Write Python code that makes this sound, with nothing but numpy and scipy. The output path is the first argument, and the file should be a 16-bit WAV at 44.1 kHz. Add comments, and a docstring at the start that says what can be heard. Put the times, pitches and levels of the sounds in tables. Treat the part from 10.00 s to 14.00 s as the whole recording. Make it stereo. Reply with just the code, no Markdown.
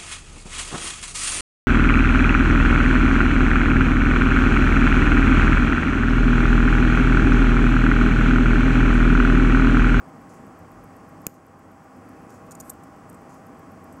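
"""A bare watch movement ticks close by, between the fingers, over the hum of a fan in a quiet room.
Each tick is three escapement impacts exciting the plate's modes; a far clock marks the seconds.
The winding stem snaps home with a crack and a dull knock, and the gain control ducks. Faint whirs and a
thin whistle pass. Lifted out of a small metal holder, the movement scrapes and rattles against it,
driving its resonances; then a finger nudges the holder, stiffening and damping them."""
import sys
import numpy as np
from scipy import signal
from scipy.fft import rfft, irfft
from scipy.io import wavfile

SR = 44100
rng = np.random.default_rng(int(sys.argv[2]) if len(sys.argv) > 2 else 0)


def transcribe(u):
    """Save the signal u as a 16-bit wav file named by the first command-line argument.

    u: samples, shape (n,) or (channels, n), limited to [-1, 1]; the rate is SR.
    q: integer samples, one column per channel.
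    """
    v = np.clip(np.atleast_2d(u).T, -1, 1)
    q = np.round(v * 32767).astype(np.int16)
    wavfile.write(sys.argv[1], SR, q)


N = 176400
T = np.arange(N) / SR
FREQS = np.arange(N // 2 + 1) * SR / N
METAL_LOW_HZ, METAL_TOP_HZ = 4900, 14000  # band in which the small metal parts radiate
TREBLE_SHELF = 1 / (1 + (10600 / (FREQS + 1)) ** 10)


def amp(db):
    """Decibels to amplitude ratio."""
    return 10 ** (np.asarray(db) / 20)

def unit(x):
    """Normalisation to unit rms."""
    return x / np.sqrt(np.mean(x ** 2))

def across(points):
    """Interpolation of (frequency, value) points on a logarithmic frequency axis."""
    hz, value = np.array(points).T
    return np.interp(np.log(FREQS + 1), np.log(hz), value)

def shape(x, response):
    """Linear filtering: the spectrum is multiplied by a frequency response."""
    return irfft(rfft(x) * response, N)

def resonance(hz, width):
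    """Response of a damped oscillator, unity at resonance."""
    return 1j * FREQS * width / (hz ** 2 - FREQS ** 2 + 1j * FREQS * width)

def body(modes):
    """Modal superposition: a body's response is the sum of its resonances."""
    return sum(amp(db) * resonance(hz, width) for hz, width, db in modes)

def powered(response):
    """Normalisation of a response to unit power gain for white noise."""
    return response / np.sqrt(np.mean(abs(response) ** 2))

def noise(width):
    """Partly coherent stereo noise: width 0 is mono, 1 is uncorrelated."""
    mid, side = rng.standard_normal((2, N))
    return np.array([mid + width * side, mid - width * side]) / np.hypot(1, width)

def narrowband(hz, width):
    """Stereo noise band-limited by two equal resonances in cascade."""
    return unit(shape(noise(.55), resonance(hz, width) ** 2))

def wander(rate_hz):
    """Random modulation: low-passed noise of unit rms."""
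    return unit(shape(rng.standard_normal(N), np.exp(-(FREQS / rate_hz) ** 2)))

def bursts(rows):
    """Incoherent addition: exponential decays (time [s], level [dB], decay [s]) sum in power."""
    power = np.zeros(N)
    for start, db, decay in rows:
        span = slice(max(int(start * SR), 0), max(int((start + 10 * decay) * SR), 0))
        power[span] += (amp(db) * np.exp(-(T[span] - start) / decay)) ** 2
    return np.sqrt(power)

def ring(start, hz, t60, rise_s, phase=0):
    """Free vibration of a struck mode: a damped sinusoid with a smooth onset."""
    age = np.clip(T - start, 0, 2 * t60)
    onset = 1 - np.exp(-(age / rise_s) ** 2)
    return np.cos(2 * np.pi * hz * age + phase) * np.exp(-np.log(1000) * age / t60) * onset


# spectrum of the fan and room noise (frequency [Hz], relative density [dB])
AIR_SPECTRUM = [(20, -35), (43, -15.5), (69, -12), (91, -2), (119, -5), (156, -3), (221, -4.5), (260, -1.5),
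                (399, -10), (482, -9), (582, -12), (631, -7), (703, -14), (782, -6.5), (848, -15.5),
                (1110, -8), (1240, -12.5), (1950, -23.5), (2600, -30.5), (3300, -37), (3850, -44.5),
                (4700, -37), (7000, -36), (9000, -39), (11500, -45), (13200, -46), (15500, -52)]
# likeness of that noise in left and right (frequency [Hz], correlation [-1 to 1])
AIR_CORRELATION = [(60, 0.61), (110, -0.44), (220, 0.41), (400, 0.016), (750, 0.19), (1200, -0.24),
                   (2400, 0.35), (8000, 0.0045)]
# its balance (frequency [Hz], left minus right [dB])
AIR_BALANCE = [(100, 1), (200, -.5), (400, 0), (700, -3.5), (1300, 0), (4000, 0)]
# fan tones and a thin electrical one (frequency [Hz], left level [dB], right level [dB], width [Hz])
HUM_TONES = [(101, -58, -64, 5), (167, -63, -63, 6), (258, -60, -60, 8), (469, -67, -67, 4),
             (494, -65, -65, 4), (657, -66, -63, 2), (802, -58.5, -56.5, 2.2), (1095, -65, -62, 16),
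             (1202, -73, -72, 10), (1329, -71, -71, 12), (1480, -76, -75, 20), (1905, -77, -73, 4),
             (15735, -88, -88, 10)]
# electrical whine (frequency [Hz], level [dB], bandwidth [Hz])
WHINE_BANDS = [(7880, -78, 120), (13000, -88, 80)]

def fan_and_room():
    """Broadband plus tonal noise: partly correlated fan noise, wavering tones and electrical whine."""
    mid, side = rng.standard_normal((2, N))
    correlation = np.clip(across(AIR_CORRELATION), -.9, .9)
    colour = powered(amp(across(AIR_SPECTRUM)))
    mid = shape(mid, colour * np.sqrt((1 + correlation) / 2))
    side = shape(side, colour * np.sqrt((1 - correlation) / 2))
    balance = amp(np.outer([1, -1], across(AIR_BALANCE)) / 2)
    air = amp(-43) * shape(np.array([mid + side, mid - side]), balance)
    bass = shape(air, 1 / (1 + (FREQS / 400) ** 2))
    air += bass * (amp(.7 * wander(rate_hz=6.6)) - 1)  # the low end swells and sinks
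    for hz, left, right, width in HUM_TONES:
        phase = 2 * np.pi * np.cumsum(hz + width / 2 * wander(width)) / SR
        channel_phase = np.array([[0], [rng.uniform(1, 1.01)]])
        air += np.sqrt(2) * amp([[left], [right]]) * np.sin(phase + channel_phase)
    return air + sum(amp(db) * narrowband(hz, width) for hz, db, width in WHINE_BANDS)


# impacts within a beat: unlocking, impulse, drop (lead time [s], relative level [dB])
BEAT_IMPACTS = [(.0063, -11), (.0038, -15), (.0003, -1.5)]
# strength of the beats as the watch is turned (time [s], level [dB])
BEAT_LEVELS = [(.09, -41), (.47, -42), (.72, -38), (.9, -33.5), (1.1, -38), (1.47, -34.5), (1.84, -44),
               (2.09, -40), (2.4, -44), (2.97, -47), (3.47, -37.5), (3.97, -41)]
# modes of the plate (frequency [Hz], bandwidth [Hz], relative level [dB])
PLATE_MODES = [(9600, 1000, -7), (12200, 400, -6), (12800, 300, 1), (13400, 480, 0), (14200, 800, -7)]

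def escapement(first_s=.0925, period_s=.12506, jitter_s=.0004, mix_scatter_db=3):
    """Impulse excitation: eight beats a second, three impacts each, ring the plate in a varying mix."""
    beats = np.arange(first_s, N / SR, period_s)
    levels = np.interp(beats, *np.array(BEAT_LEVELS).T) + rng.standard_normal(len(beats))
    force = np.zeros(N)
    for lead, db in BEAT_IMPACTS:
        times = beats - lead + jitter_s * rng.standard_normal(len(beats))
        force[np.clip(times * SR, 0, N - 1).astype(int)] += amp(levels + db)
    radiation = 1 / (1 + (FREQS / METAL_TOP_HZ) ** 20) / (1 + (METAL_LOW_HZ / (FREQS + 1)) ** 4)
    radiation /= np.sqrt(np.mean(abs(body(PLATE_MODES) * radiation) ** 2))
    mix = amp(mix_scatter_db * rng.standard_normal((len(beats), len(PLATE_MODES))))
    return sum(shape(force * np.interp(T, beats, gain), body([mode]) * radiation)
               for mode, gain in zip(PLATE_MODES, mix.T))


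# parts of one clock step (delay [s], level [dB], decay [s])
STEP_BURSTS = [(0, -58, .04), (.029, -64, 0.067), (0.048, -61, .04)]
# spectrum of the step (frequency [Hz], relative level [dB])
STEP_SPECTRUM = [(3000, -19), (4500, -6.5), (5600, -1.5), (6900, 3), (8500, -3.5), (11000, -7),
                 (13000, -14), (15500, -32)]

def far_clock(first_s=.293):
    """Diffuse sound: one step a second, smeared by the room into decaying noise."""
    steps = [(first_s + second + delay, db, decay)
             for second in range(N // SR) for delay, db, decay in STEP_BURSTS]
    return shape(noise(.9) * bursts(steps), powered(amp(across(STEP_SPECTRUM))))


# rumbles of the hands (time [s], half-length [s], frequency [Hz], level [dB])
GRIP_RUMBLES = [(.44, .13, 170, -50), (.79, .09, 47, -56), (2.2, .2, 240, -55), (3.55, .12, 260, -52)]

def hands():
    """Handling noise: low bands swell under Gaussian envelopes as the grip shifts."""
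    return sum(amp(db) * np.exp(-((T - time) / half_length) ** 2) * narrowband(hz, hz / 2)
               for time, half_length, hz, db in GRIP_RUMBLES)


# modes of the movement (frequency [Hz], relative level [dB], T60 [s], left minus right [dB])
MOVEMENT_MODES = [(1560, -14, .004, 14), (2480, -10.5, .008, -2), (4620, -17, .006, 0),
                  (5080, -14, .0077, -7), (5950, -12, .0066, 2), (6910, -2.5, .0078, -3),
                  (7190, -12, .0055, -9), (8150, -5, .0043, 3), (8860, -10, .008, 0), (9850, -11, .012, 2),
                  (10200, -11, .0044, -16), (12160, -11, .009, 8), (13150, 0, .006, 5),
                  (13510, .7, .0045, 8), (14700, -6.5, .0047, 5), (15640, -11, .0034, 11)]

def stem_snap(time_s=1.2669, modes_db=-10.5, rise_s=.0004, right_lag_s=.000018):
    """Transient response: the stem cracks home, and finger-damped modes reach the left channel first."""
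    crack = noise(.3) * bursts([(time_s, -27, .0007)])
    snap = shape(crack, powered(resonance(hz=9500, width=10000) ** 2))
    for hz, db, t60, pan in MOVEMENT_MODES:
        snap[0] += amp(modes_db + db + pan / 2) * ring(time_s, hz, t60, rise_s)
        snap[1] += amp(modes_db + db - pan / 2) * ring(time_s + right_lag_s, hz, t60, rise_s)
    return snap


# blows hard enough to knock (time [s], relative level [dB])
HARD_BLOWS = [(1.2669, 0), (2.602, -22), (2.6998, -24)]
# modes of the knock (delay [s], frequency [Hz], T60 [s], left level [dB], right level [dB])
KNOCK_MODES = [(.0005, 185, .019, -25, -13.5), (.0001, 520, .006, -28, -19)]

def knocks(low_cut_hz=55):
    """Heavy damping: hard blows excite two low modes of opposite polarity, heard as a dull knock."""
    thud = np.zeros((2, N))
    for time, db in HARD_BLOWS:
        for k, (delay, hz, t60, left, right) in enumerate(KNOCK_MODES):
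            mode = ring(time + delay, hz, t60, rise_s=.0002, phase=np.pi / 2)
            thud += (-1) ** k * amp(db) * amp([[left], [right]]) * mode
    return shape(thud, 1j * FREQS / (low_cut_hz + 1j * FREQS))


# background whirs (time [s], half-length [s], frequency [Hz], level [dB], bandwidth [Hz])
WHIR_BANDS = [(1.95, .05, 5120, -77, 90), (2.35, .4, 2560, -71, 160), (2.89, .05, 5100, -78, 90),
              (3.89, .04, 5130, -77, 90)]

def whirs():
    """Narrowband noise carries a pitch: faint whirs swell and fade."""
    return sum(amp(db) * np.exp(-((T - time) / half_length) ** 2) * narrowband(hz, width)
               for time, half_length, hz, db, width in WHIR_BANDS)


# arch of a thin whistle as the movement is turned over (time [s], frequency [Hz], level [dB])
WHISTLE_GLIDE = [(1.93, 9300, -84), (2.08, 9950, -78), (2.2, 10850, -76.5), (2.42, 11450, -78),
                 (2.54, 11200, -76), (2.62, 10600, -75), (2.7, 9900, -76)]

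def whistle(waver_hz=115, flicker_db=4):
    """Random frequency and amplitude modulation roughen a barely audible gliding tone."""
    times, hz, db = np.array(WHISTLE_GLIDE).T
    pitch = np.interp(T, times, hz) + waver_hz * wander(rate_hz=212)
    envelope = np.interp(T, times, amp(db), left=0, right=0)
    flicker = amp(flicker_db * wander(rate_hz=39))
    return envelope * flicker * np.sin(2 * np.pi * np.cumsum(pitch) / SR)


# contacts of metal on the holder (time [s], level [dB], decay [s], treble gain [dB])
HOLDER_CONTACTS = [(2.304, -53.5, 0.0036, 1), (2.5100, -40, .0014, -3), (2.5133, -45, .001, 0),
                   (2.5166, -37.5, 0.0044, -15), (2.521, -40.5, 0.0022, -9), (2.5243, -44, .002, -10),
                   (2.551, -41, .001, -4), (2.5529, -32.5, 0.00091, -8), (2.6005, -33.5, .0015, 3),
                   (2.6038, -37, .002, -4), (2.6057, -34.5, 0.0014, -6), (2.61, -38, 0.0014, -9),
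                   (2.6962, -33, 0.0016, 4), (2.6990, -27, 0.0012, 2), (2.7004, -26.5, 0.0012, 3),
                   (2.7033, -34, .001, 0), (2.707, -42, 0.0021, -7), (2.7185, -63, .002, 2),
                   (2.7345, -58, .003, 7), (2.835, -49.5, 0.0045, -2), (3.0940, -50, .003, -4),
                   (3.097, -45, 0.0024, 2), (3.1, -48.5, 0.0017, 7), (3.129, -52, .002, -4),
                   (3.144, -49.5, .003, -3), (3.1468, -51.5, .003, -5), (3.218, -65, .003, 4),
                   (3.841, -54, 0.0034, 3), (3.925, -54, 0.0079, -2)]
# friction of the movement along the jaws (time [s], level [dB])
JAW_FRICTION = [(2.5, -76), (2.57, -76), (2.625, -63), (2.645, -62), (2.655, -58.5), (2.69, -58.5),
                (2.712, -78), (2.76, -77)]
# modes of the holder carrying the movement (frequency [Hz], bandwidth [Hz], relative level [dB])
LOADED_MODES = [(6100, 230, -2), (6780, 170, 2), (7100, 130, 5.5), (8000, 250, -4), (8500, 300, -4),
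                (9250, 450, -10), (12300, 250, -5), (13600, 700, -2.5), (14150, 300, -2)]
# modes of the empty holder (frequency [Hz], bandwidth [Hz], relative level [dB])
FREE_MODES = [(6380, 200, -10), (7100, 300, -6), (7970, 220, 11), (8850, 300, 0), (9540, 200, -3),
              (10700, 200, -2), (12320, 170, 9), (13600, 450, -6)]

def holder_rattle(lift_s=2.63, finger_s=3, stiffening=1.027, damping=1.6):
    """Impact and friction drive the holder's modes; unloading raises them, a finger lifts and damps them."""
    grit = noise(.37)
    times, levels = np.array(JAW_FRICTION).T
    friction = grit * amp(np.interp(T, times, levels)) * (T > times[0]) * (T < times[-1])
    plain = grit * bursts([(time, db, decay) for time, db, decay, _ in HOLDER_CONTACTS])
    bright = grit * bursts([(time, db + treble, decay) for time, db, decay, treble in HOLDER_CONTACTS])
    impacts = plain + shape(bright - plain, TREBLE_SHELF)
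    radiation = 1 / (1 + (METAL_LOW_HZ / (FREQS + 1)) ** 3) / (1 + (FREQS / METAL_TOP_HZ) ** 20)
    touched_modes = [(hz * stiffening, width * damping, db) for hz, width, db in FREE_MODES]
    states = ((LOADED_MODES, T < lift_s),
              (FREE_MODES, (T >= lift_s) & (T < finger_s)),
              (touched_modes, T >= finger_s))
    drives = ((impacts, -13.5), (friction, -1))  # non-resonant part [dB]: the slide is mostly scrape
    return sum(shape(force * active, powered((body(modes) + amp(direct_db)) * radiation))
               for modes, active in states for force, direct_db in drives)


def reverberate(x, t60=.25, tail_db=-25, treble_db=3):
    """Reverberation: convolution with decaying noise adds a weak, short, bright room tail."""
    tail = noise(.8) * np.exp(-np.log(1000) * T / t60) * (T > .004)
    tail /= np.sqrt(np.sum(tail ** 2) / 2)
    tail = shape(tail, amp(treble_db * TREBLE_SHELF))
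    return x + amp(tail_db) * signal.fftconvolve(x, tail, axes=1)[:, :N]

def scene():
    """Superposition: the watch and holder, with their reverberation, add to the fainter sounds around."""
    watch = reverberate(stem_snap() + knocks() + holder_rattle() + escapement())
    return watch + whistle() + far_clock() + hands() + fan_and_room() + whirs()

def record(dry):
    """Automatic gain control: a loud peak lowers the gain, which creeps back; a low-pass cuts the top."""
    threshold_db, max_cut_db, attack_s, release_db_per_s, top_hz = -18, 4.7, .009, 5.6, 16200
    peak_db = 20 * np.log10(abs(dry).max(axis=0) + 1e-9)
    excess_db = np.clip(peak_db - threshold_db, 0, max_cut_db)
    held_db = np.maximum.accumulate(excess_db + release_db_per_s * T) - release_db_per_s * T
    pole = np.exp(-1 / (attack_s * SR))
    cut_db = signal.lfilter([1 - pole], [1, -pole], held_db)
    low_pass = signal.ellip(8, .2, 80, top_hz, fs=SR, output="sos")
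    return signal.sosfilt(low_pass, dry * amp(-cut_db))


dry = scene()
out = record(dry)
transcribe(out)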